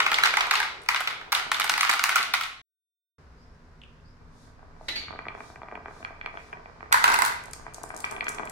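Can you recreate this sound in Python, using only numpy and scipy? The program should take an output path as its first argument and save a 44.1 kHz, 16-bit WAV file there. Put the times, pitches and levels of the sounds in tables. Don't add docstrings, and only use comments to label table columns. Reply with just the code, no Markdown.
import sys
import numpy as np
from scipy import signal
from scipy.fft import rfft, irfft, next_fast_len
from scipy.io import wavfile
from scipy.ndimage import uniform_filter1d

SR = 44100
rng = np.random.default_rng(int(sys.argv[2]) if len(sys.argv) > 2 else 0)


def to_wav(sig):
    pcm = np.clip(np.atleast_2d(sig), -1, 1) * 32767
    pcm = np.round(pcm).astype(np.int16)
    wavfile.write(sys.argv[1], SR, pcm.T)


N = 375291

# start_s, level_db, tilt_db (fall towards high resonances, per octave),
# click_db (glass click, relative)
LANDINGS = [(0.002, -6.5, 0, -18.5), (0.063, -8, 2, -19), (0.1161, -11, 4.5, -12.5),
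            (0.1415, -11.5, -13.5, -15), (0.1848, -9.5, 4.5, -17.5), (0.228, -20.5, 3, -15),
            (0.2351, -5, 2.5, -19.5), (0.2565, -11, -7, -14.5), (0.3378, -12.5, 4.5, -15),
            (0.3702, -8, 5.5, -16), (0.407, -10.5, 3, -21), (0.4676, -20, 10.5, -15), (0.5097, -8, -1, -15),
            (0.5361, -12, 8.5, -13), (0.5538, -13.5, -12.5, -16.5), (0.6013, -12, 4, -18.5),
            (0.6281, -20.5, -0.5, -19), (0.86, -35, 1, -14.5), (0.887, -7.5, -1.5, -12.5),
            (0.9452, -13, 0, -15.5), (0.9603, -15.5, -4.5, -15), (1.0058, -19, 11, -8),
            (1.0729, -13, 1, -17.5), (1.0974, -27.5, 3, -19.5), (1.212, -29.5, 6, -24),
            (1.3197, -14.5, -5.5, -8), (1.3258, -10.5, 4, -7), (1.3495, -11.5, -6, -11),
            (1.362, -24.5, 5.5, -21), (1.5158, -10, 1, -11), (1.5432, -18.5, -10.5, -13.5),
            (1.5976, -12.5, -1, -9), (1.6165, -16, -2.5, -18.5), (1.6416, -17.5, 6, -6),
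            (1.6764, -23, -4, -10), (1.6949, -9.5, 1, -7.5), (1.7376, -13.5, -6.5, -15.5),
            (1.7773, -14.5, 2, -11), (1.808, -10.5, -3, -8), (1.8303, -10, 3, -13.5),
            (1.868, -20.5, -4, -18.5), (1.8925, -9.5, 5.5, -13), (1.8965, -16.5, 7, -1),
            (1.9122, -15, -7.5, -9.5), (1.936, -14, 7, -9.5), (1.993, -13, -1, -13.5),
            (2.0382, -9.5, 1.5, -5), (2.092, -11.5, 2.5, -9), (2.101, -20, -1, -17), (2.125, -21, 0, -19.5),
            (2.157, -7.5, 3, -8.5), (2.1641, -12.5, -0.5, -10.5), (2.228, -20, -8.5, -8),
            (2.337, -8.5, -2, -12), (2.345, -18, -6, -13), (2.4103, -17.5, 2, -7), (2.435, -22, -7, -11.5),
            (6.9185, -21.5, 7, -18), (6.9252, -4.5, -3.5, -7.5), (6.942, -3.5, 5, -24),
            (7.0403, -2.5, 0.5, -14), (7.056, -12, 7, -15), (7.0773, -8, 0, -14.5),
            (7.099, -13.5, 4.5, -13), (7.1178, -16.5, -5, -12.5), (7.1409, -10, 1, -9.5),
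            (7.1597, -17.5, -5, -15), (7.188, -9, 4.5, -10.5), (7.2193, -9, 0.5, -10),
            (7.2403, -27, 3, -14), (7.2493, -20.5, 1.5, 1.5), (7.2602, -14, 6, -6.5),
            (7.281, -25.5, 6.5, -4)]
# centre_hz, width_hz, level_db
BED_MODES = [(793, 212, -5), (924, 255, -2.5), (1318, 394, -0.5), (1575, 352, -1), (2060, 490, -4),
             (2654, 400, -8.5), (2826, 130, -6), (3630, 880, -9), (4580, 2310, -17.5)]
# centre_hz, width_hz, level_db
EMPTY_BED_MODES = [(955, 150, 2.5), (1498, 150, 3.5), (2024, 240, -2.5), (2620, 500, -11.5),
                   (4160, 1300, -17), (5610, 870, -16.5)]
EMPTIED_S = 3
STIR_DB, SETTLE_S = -18.5, 0.23


def truck():
    stir = sum(dying(s, db + STIR_DB, SETTLE_S, attack=0.011) for s, db, *_ in LANDINGS)
    full = np.arange(N) < EMPTIED_S * SR
    out = np.zeros((3, N))
    for modes, when in [(BED_MODES, full), (EMPTY_BED_MODES, ~full)]:
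        out += patter(modes, stir * when, rate=220.0, spread_db=5.5, click_db=-15.5, band_hz=(450, 12000))
    for (s, db, tilt_db, click_db), (pan_db, lag_ms) in zip(LANDINGS, placed(LANDINGS)):
        modes = BED_MODES if s < EMPTIED_S else EMPTY_BED_MODES
        blow = strike(modes, tilt_db, 1700, click_db + 2.5, lag_ms,
                      chatter_s=0.026, unlike=0.3, band_hz=(450, 12000))
        add(out, s, amp(db + 15.5) * blow, pan_db)
    return out


# start_s, level_db, tilt_db (fall towards high resonances, per octave)
GROOVE_KNOCKS = [(4.6278, -38.5, 7), (4.81, -33, 15), (5.0817, -28.5, -13.5), (5.1262, -30, 0),
                 (5.1353, -29, 8), (5.149, -31, 15), (5.158, -33, -1), (5.1893, -22.5, -4), (5.253, -30, 0),
                 (5.266, -24.5, 3), (5.2834, -21, -8), (5.3486, -26.5, 2), (5.4042, -27, -3.5),
                 (5.4998, -34, 3), (5.558, -31.5, 2.5), (5.6167, -28, 0.5), (5.6312, -28, -1.5),
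                 (5.6844, -29.5, -2), (5.713, -32.5, 1), (5.722, -28, 4), (5.7307, -31, 5),
                 (5.7532, -24.5, -2.5), (5.7741, -29.5, 2), (5.8574, -24.5, -2), (5.8816, -28.5, -1),
                 (5.9088, -32.5, 2), (6.0037, -36, 11), (6.027, -30, 3), (6.048, -19.5, -9),
                 (6.1054, -31.5, 19), (6.2117, -24, -16.5), (6.244, -32, 5), (6.2601, -19, -8),
                 (6.2737, -30, -4), (6.3405, -32, 7), (6.352, -30, 8), (6.3717, -25, -10.5),
                 (6.5281, -24, -2.5), (6.5334, -28, 0), (6.5701, -33, 1), (6.6572, -30.5, -0.5),
                 (6.7776, -47, 5), (6.806, -31, -1), (6.8277, -26.5, -5.5), (7.396, -31, -9),
                 (7.5336, -34, -6), (7.6647, -25.5, -7), (7.781, -30, 0.5), (7.8372, -24.5, 5),
                 (7.9031, -24, -2), (7.9555, -32.5, 16), (8.0419, -13.5, -12), (8.122, -24, 3),
                 (8.1636, -26.5, -17), (8.2077, -15, -15), (8.2672, -18, -5), (8.281, -15, -6.5),
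                 (8.3196, -44, 12), (8.3451, -33, 2), (8.3838, -26, -18), (8.4011, -23, 2),
                 (8.4323, -21.5, -1), (8.473, -26.5, -2)]
# time_s, level_db
ROLLING_LEVELS = [
    [(0, -49.5), (1, -55.5), (1.8, -46.5), (2.3, -49.5), (2.55, -62)],
    [(4.2, -60), (4.6, -68), (5.1, -52), (5.43, -56.5), (5.8, -56.5), (6.65, -58), (6.9, -56), (7.05, -39),
     (7.46, -54), (7.7, -55.5), (8.05, -43.5), (8.51, -42)],
]
# centre_hz, width_hz, level_db
BOARD_MODES = [(233, 140, -8.5), (435, 57, -3), (667, 95, 0), (961, 220, 0), (1231, 100, 1.5),
               (1556, 99, -1), (1946, 110, -4), (2360, 98, -3.5), (3370, 170, -19), (4250, 220, -23)]


def track():
    out = patter(BOARD_MODES, level(*ROLLING_LEVELS), rate=150.0, spread_db=7.5, click_db=-43, band_hz=(60, 2000))
    for (s, db, tilt_db), (pan_db, lag_ms) in zip(GROOVE_KNOCKS, placed(GROOVE_KNOCKS)):
        blow = strike(BOARD_MODES, tilt_db, 1300, -62, lag_ms, chatter_s=0.0021, unlike=0.58, band_hz=(90, 3000))
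        add(out, s, amp(db + 13.0) * blow, pan_db)
    return out


# start_s, level_db, centre_hz
GLASS_CLINKS = [(0.819, -41, 9000), (0.835, -40.5, 9040), (7.4375, -35.5, 8630), (7.4569, -34, 7970),
                (7.5113, -34.5, 9350), (7.5333, -21.5, 6840), (7.7375, -34.5, 9280), (7.7446, -24.5, 7450),
                (7.8338, -24.5, 8910), (7.891, -35.5, 9530), (7.9458, -36.5, 7470), (7.9646, -25, 8420),
                (7.9754, -30, 8530), (7.9887, -36.5, 8340), (8.004, -25, 8320), (8.0216, -36.5, 8200),
                (8.049, -27, 5696), (8.1112, -24.5, 8000), (8.2425, -33, 6360), (8.2837, -25, 6640),
                (8.291, -19, 8590), (8.3468, -30, 7290), (8.4531, -33, 8400), (8.4966, -25.5, 8560)]


def clinks():
    out = np.zeros((3, N))
    t, f = np.arange(512) / SR, np.fft.rfftfreq(512, 1 / SR)
    for (s, db, hz), (pan_db, _) in zip(GLASS_CLINKS, placed(GLASS_CLINKS)):
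        burst = rng.standard_normal((3, 512)) * amp(-60 * t / 0.022) + 2.2 * (t == 0)
        burst = irfft(rfft(burst) * resonant([(hz, 3500, 0)], f) * passband(f, 2000, 8300))
        burst = burst / np.linalg.norm(burst, axis=1, keepdims=True)
        add(out, s, amp(db + 9.0) * burst, pan_db)
    return out


# start_s, level_db
GRIPS = [(3.816, -40.5), (3.835, -39), (3.845, -53), (3.998, -57.5)]
# centre_hz, width_hz, level_db
STOPPER_MODES = [(2690, 340, 8), (3530, 640, -0.5), (6200, 2000, -35), (9400, 3600, -26.5)]


def stopper():
    out = np.zeros((3, N))
    for s, db in GRIPS:
        blow = strike(STOPPER_MODES, 0, 3000, -36, 0, chatter_s=0.023, unlike=.6, band_hz=(900, 9000))
        add(out, s, amp(db + 14.0) * blow, 0)
    return out


# start_s, pitch_hz (at the start), level_db, t60_s, scratch_db (relative)
SLIPS = [(4.883, 1995, -24.5, 0.065, 4), (4.955, 2213, -26, 0.11, -3.5)]
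# multiple, level_db
SLIP_PARTIALS = [(1, -2), (2, 2.5), (3, -18)]
# frequency_hz, level_db (per Hz)
SCRATCH_COLOUR = [(1200, -15), (1800, -5.5), (2800, -5.5), (4000, -6.5), (8000, -28), (16000, -30)]
SLIP_ATTACK_S, SLIP_RISE_HZ_PER_S = 0.0055, 300


def squeak():
    out, t = np.zeros((3, N)), np.arange(N) / SR
    for s, hz, db, t60, scratch_db in SLIPS:
        wobble_hz = 500 * uniform_filter1d(rng.standard_normal(N), 120)
        turns = np.cumsum(hz + SLIP_RISE_HZ_PER_S * (t - s) + wobble_hz) / SR
        tone = sum(amp(g) * np.sin(2 * np.pi * (k * turns + rng.random((3, 1)))) for k, g in SLIP_PARTIALS)
        scratch = unit(filtered(rng.standard_normal((3, N)), lambda f: amp(along(SCRATCH_COLOUR, f))))
        out += dying(s, db, t60, SLIP_ATTACK_S) * (tone + amp(scratch_db) * scratch)
    return out


# centre_hz, width_hz, level_db
GLASS_MODES = [(7740, 18000, 0)]


def strike(modes, tilt_db, split_hz, click_db, lag_ms, chatter_s, unlike, band_hz):
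    t, f = np.arange(2048) / SR, np.fft.rfftfreq(2048, 1 / SR)
    noise = rng.standard_normal((3, 2048)) * amp(-60 * t / chatter_s)
    push = noise[0] + unlike * noise[1:] + 1.22 * (t == 0)
    push = np.vstack([push, t == 0])
    side = np.clip(np.log2(split_hz / np.transpose(modes)[0][:, None]), -1, 1)
    tweak_db = tilt_db * side + 1.66 * rng.standard_normal((len(modes), 1))
    body = resonant(modes, f, tweak_db) * passband(f, *band_hz)
    half_lag = np.clip(lag_ms, -.5, .5) / 2
    delay_ms = np.array([[.4 + half_lag], [.4 - half_lag], [.4]])
    late = rfft(push) * np.exp(-2j * np.pi * f * delay_ms / 1000)
    ring, click = irfft(late * body), irfft(late * resonant(GLASS_MODES, f))
    size = lambda x: np.linalg.norm(x, axis=1, keepdims=True)
    return ring / size(ring) + amp(click_db) * click / size(click)


def patter(modes, gain, rate, spread_db, click_db, band_hz):
    contacts = rng.random((3, N)) < rate / SR
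    dust = contacts * amp(spread_db * rng.standard_normal((3, N)))
    dust = dust + 1.39 * np.roll(dust[::-1], 7, axis=1)
    body = unit(filtered(dust, lambda f: resonant(modes, f) * passband(f, *band_hz)))
    click = unit(filtered(dust, lambda f: resonant(GLASS_MODES, f)))
    return gain * (body + amp(click_db) * click)


# time_s, left_lag_ms
MARBLE_BEARING = [(0, .15), (2.6, 0.048), (4.2, -0.19), (6, .1), (6.9, .36), (7.4, 0.4), (7.6, -0.16),
                  (8.5, -0.29)]
SOFTER_DB_PER_MS, SCATTER_MS, SCATTER_DB = 5.5, 0.068, 1.5


def placed(rows):
    chance = rng.standard_normal((len(rows), 2))
    lag_ms = np.interp([row[0] for row in rows], *np.transpose(MARBLE_BEARING))
    pan_db = -SOFTER_DB_PER_MS * lag_ms + SCATTER_DB * chance[:, 0]
    return np.transpose([pan_db, lag_ms + SCATTER_MS * chance[:, 1]])


def resonant(modes, f, tweak_db=0):
    c, w, db = np.transpose(modes)[:, :, None]
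    sign = (-1.0) ** np.arange(len(modes))[:, None]
    return np.sum(sign * amp(db + tweak_db) * 1j * f * w / (c * c - f * f + 1j * f * w), axis=0)


def passband(f, lo_hz, hi_hz):
    return (1j * f / (lo_hz + 1j * f)) ** 4 / (1 + 1j * f / hi_hz) ** 2


# frequency_hz, t60_s
ROOM_DECAY = [(300, 0.76), (1000, 0.46), (3000, 0.58), (8000, 0.39), (15000, 0.22)]
# frequency_hz, left_right_likeness
ECHO_LIKENESS = [(300, 1), (1000, 0.41), (2000, 0.097), (4000, 0.078)]


def room(x, gap_s=.011):
    out, size = np.zeros((2, N + 2 * SR)), SR // 4
    for start in range(0, N, size):
        hz, t, z = signal.stft(rng.standard_normal((2, SR * 3 // 4)), SR, nperseg=256)
        decay = amp(-60 * t / along(ROOM_DECAY, hz)[:, None])
        tail = signal.istft(z * decay, SR, nperseg=256)[1]
        tail = paired(tail, [(20, 0), (20000, 0)], ECHO_LIKENESS) / np.sqrt(tail.shape[1])
        lag_s = np.interp((start + size / 2) / SR, *np.transpose(MARBLE_BEARING)) / 1000
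        turn = lambda f: np.exp(-1j * np.pi * f * lag_s * np.array([[1], [-1]]))
        tail = filtered(np.pad(tail, ((0, 0), (32, 0))), turn)
        echo = signal.fftconvolve(x[None, start:start + size], tail, axes=1)
        add(out, start / SR + gap_s, echo, -.8)
    return out[:, :N]


# centre_s, level_db
HISS_SWELLS = [(4.43, -65.5), (4.927, -61), (5.472, -60), (5.993, -63), (6.443, -64.5)]
# frequency_hz, level_db (per Hz)
HISS_SPECTRUM = [(2000, -40), (3500, 7.5), (5800, 7), (8000, 1.5), (10000, -1), (15500, -15.5)]
SWELL_S = 0.069


def hiss():
    swell = sum(bell(s, db, SWELL_S) for s, db in HISS_SWELLS)
    return swell * paired(rng.standard_normal((2, N)), HISS_SPECTRUM)


# start_s, level_db
AIRY_BANDS = [(3.37, -59), (4.04, -59.5)]
GLIDE_HZ, GLIDE_UP_HZ = 4500, 750
GLIDE_S, FADE_S = .05, 0.47


def whistle():
    out, t = np.zeros((2, N)), np.arange(N) / SR
    for s, db in AIRY_BANDS:
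        blur = unit(uniform_filter1d(rng.standard_normal((2, N)), 90))
        hz = GLIDE_HZ + GLIDE_UP_HZ * (1 - np.exp(-np.maximum(t - s, 0) / GLIDE_S))
        carrier = np.sin(2 * np.pi * np.cumsum(hz) / SR)
        out += dying(s, db, FADE_S, attack=0.033) * blur * carrier
    return out


# time_s, level_db
STREET_LEVEL = [(0, -42.5), (2.62, -71), (3.18, -61), (4.2, -62.5), (8.51, -53.5)]
# frequency_hz, level_db (per Hz)
STREET_SPECTRUM = [(190, -33.5), (330, -15.5), (400, -6.5), (833, -14.5), (1010, -8.5), (1090, -11),
                   (1550, -11.5), (3240, -28), (4980, -25), (6040, -30), (15000, -56)]


def street():
    return level(STREET_LEVEL) * paired(rng.standard_normal((2, N)), STREET_SPECTRUM)


# time_s, level_db
HUM_LEVEL = [(0, -56.5), (2.62, -63.5), (3.18, -60), (5.2, -53.5), (6.5, -58.5), (7.2, -52.5),
             (8.51, -55.5)]
# frequency_hz, level_db (per Hz)
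HUM_SPECTRUM = [(12, -26.5), (20, 11.5), (43, -1.5), (75, -2), (91, -16.5), (108, 0), (161, -4.5),
                (204, -17), (238, -4), (308, -13), (330, -21), (430, -48.5), (730, -120)]


def hum():
    return level(HUM_LEVEL) * paired(rng.standard_normal((2, N)), HUM_SPECTRUM)


# centre_hz, width_hz, level_db (relative)
MOTOR_BANDS = [(59.2, 5, -61), (81, 7, -58), (160, 9, -63), (237, 10, -68)]
# time_s, level_db
MOTOR_LEVEL = [(0, -7), (2.62, -14), (3.18, -1), (8.51, -5.5)]


def motor():
    out = np.zeros(N)
    for hz, width_hz, db in MOTOR_BANDS:
        band = filtered(rng.standard_normal(N), lambda f: resonant([(hz, width_hz, 0)], f))
        out += amp(db) * unit(band)
    return out * level(MOTOR_LEVEL)


def background():
    return hum() + motor() + street() + hiss() + whistle()


# frequency_hz, left_right_likeness
NOISE_LIKENESS = [(60, 0.76), (290, 0.85), (640, 0.59), (1400, 0), (3000, 0)]


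def paired(pair, spectrum, alike=NOISE_LIKENESS):
    turn = lambda hz: np.arccos(np.clip(along(alike, hz), -1, 1)) / 2
    response = lambda hz: amp(along(spectrum, hz)) * [np.cos(turn(hz)), np.sin(turn(hz))]
    mid, side = filtered(pair, response)
    return unit(np.array([mid + side, mid - side]))


def amp(db):
    return 10 ** (np.asarray(db) / 20)


def unit(x):
    return x / np.sqrt(np.mean(x ** 2) + 1e-20)


def along(points, hz):
    f, v = np.transpose(points)
    return np.interp(np.log(hz + 1), np.log(f + 1), v)


def level(*tables):
    t = np.arange(N) / SR
    return sum(amp(np.interp(t, *np.transpose(rows), left=-200, right=-200)) for rows in tables)


def dying(s, db, t60, attack):
    t = np.maximum(np.arange(N) / SR - s, 0)
    return amp(db - 60 * t / t60) * (1 - np.exp(-t / attack))


def bell(s, db, half):
    return amp(db) * np.exp(-((np.arange(N) / SR - s) / half) ** 2 / 2)


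def filtered(x, response):
    m = next_fast_len(x.shape[-1] + 8192)
    return irfft(rfft(x, m) * response(np.fft.rfftfreq(m, 1 / SR)), m)[..., :x.shape[-1]]


def add(out, s, sound, pan_db):
    start = round(s * SR)
    part = out[:, start:start + sound.shape[1]]
    gain = amp([[pan_db / 2], [-pan_db / 2], [0]])[:len(out)]
    part += sound[:, :part.shape[1]] * gain


def scene():
    bed, board, glass, rub = truck(), track() + stopper(), clinks(), squeak()
    near = (bed + board + glass + rub)[:2]
    wall = amp(-14.5) * np.roll(near[::-1], round(0.0093 * SR), axis=1)
    to_room = amp(-5.0) * bed[2] + amp(-6.5) * board[2] + amp(-5.5) * glass[2] + amp(-3) * rub[2]
    return near + wall + room(to_room) + background()


# frequency_hz, gain_db
MIC_RESPONSE = [(9000, 1.5), (12000, -0.5), (15900, -6.5)]
# start_s, end_s
SILENT_GAP = (2.6165, 3.183)
TOP_HZ = 15900


def record(dry):
    t = np.arange(N) / SR
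    sounding = (t < SILENT_GAP[0]) | (t > SILENT_GAP[1])
    kept = uniform_filter1d(1.0 * sounding, 60)
    return filtered(np.clip(dry * kept, -1, 1), lambda hz: amp(along(MIC_RESPONSE, hz)) * (hz < TOP_HZ))


dry = scene()
out = record(dry)
to_wav(out)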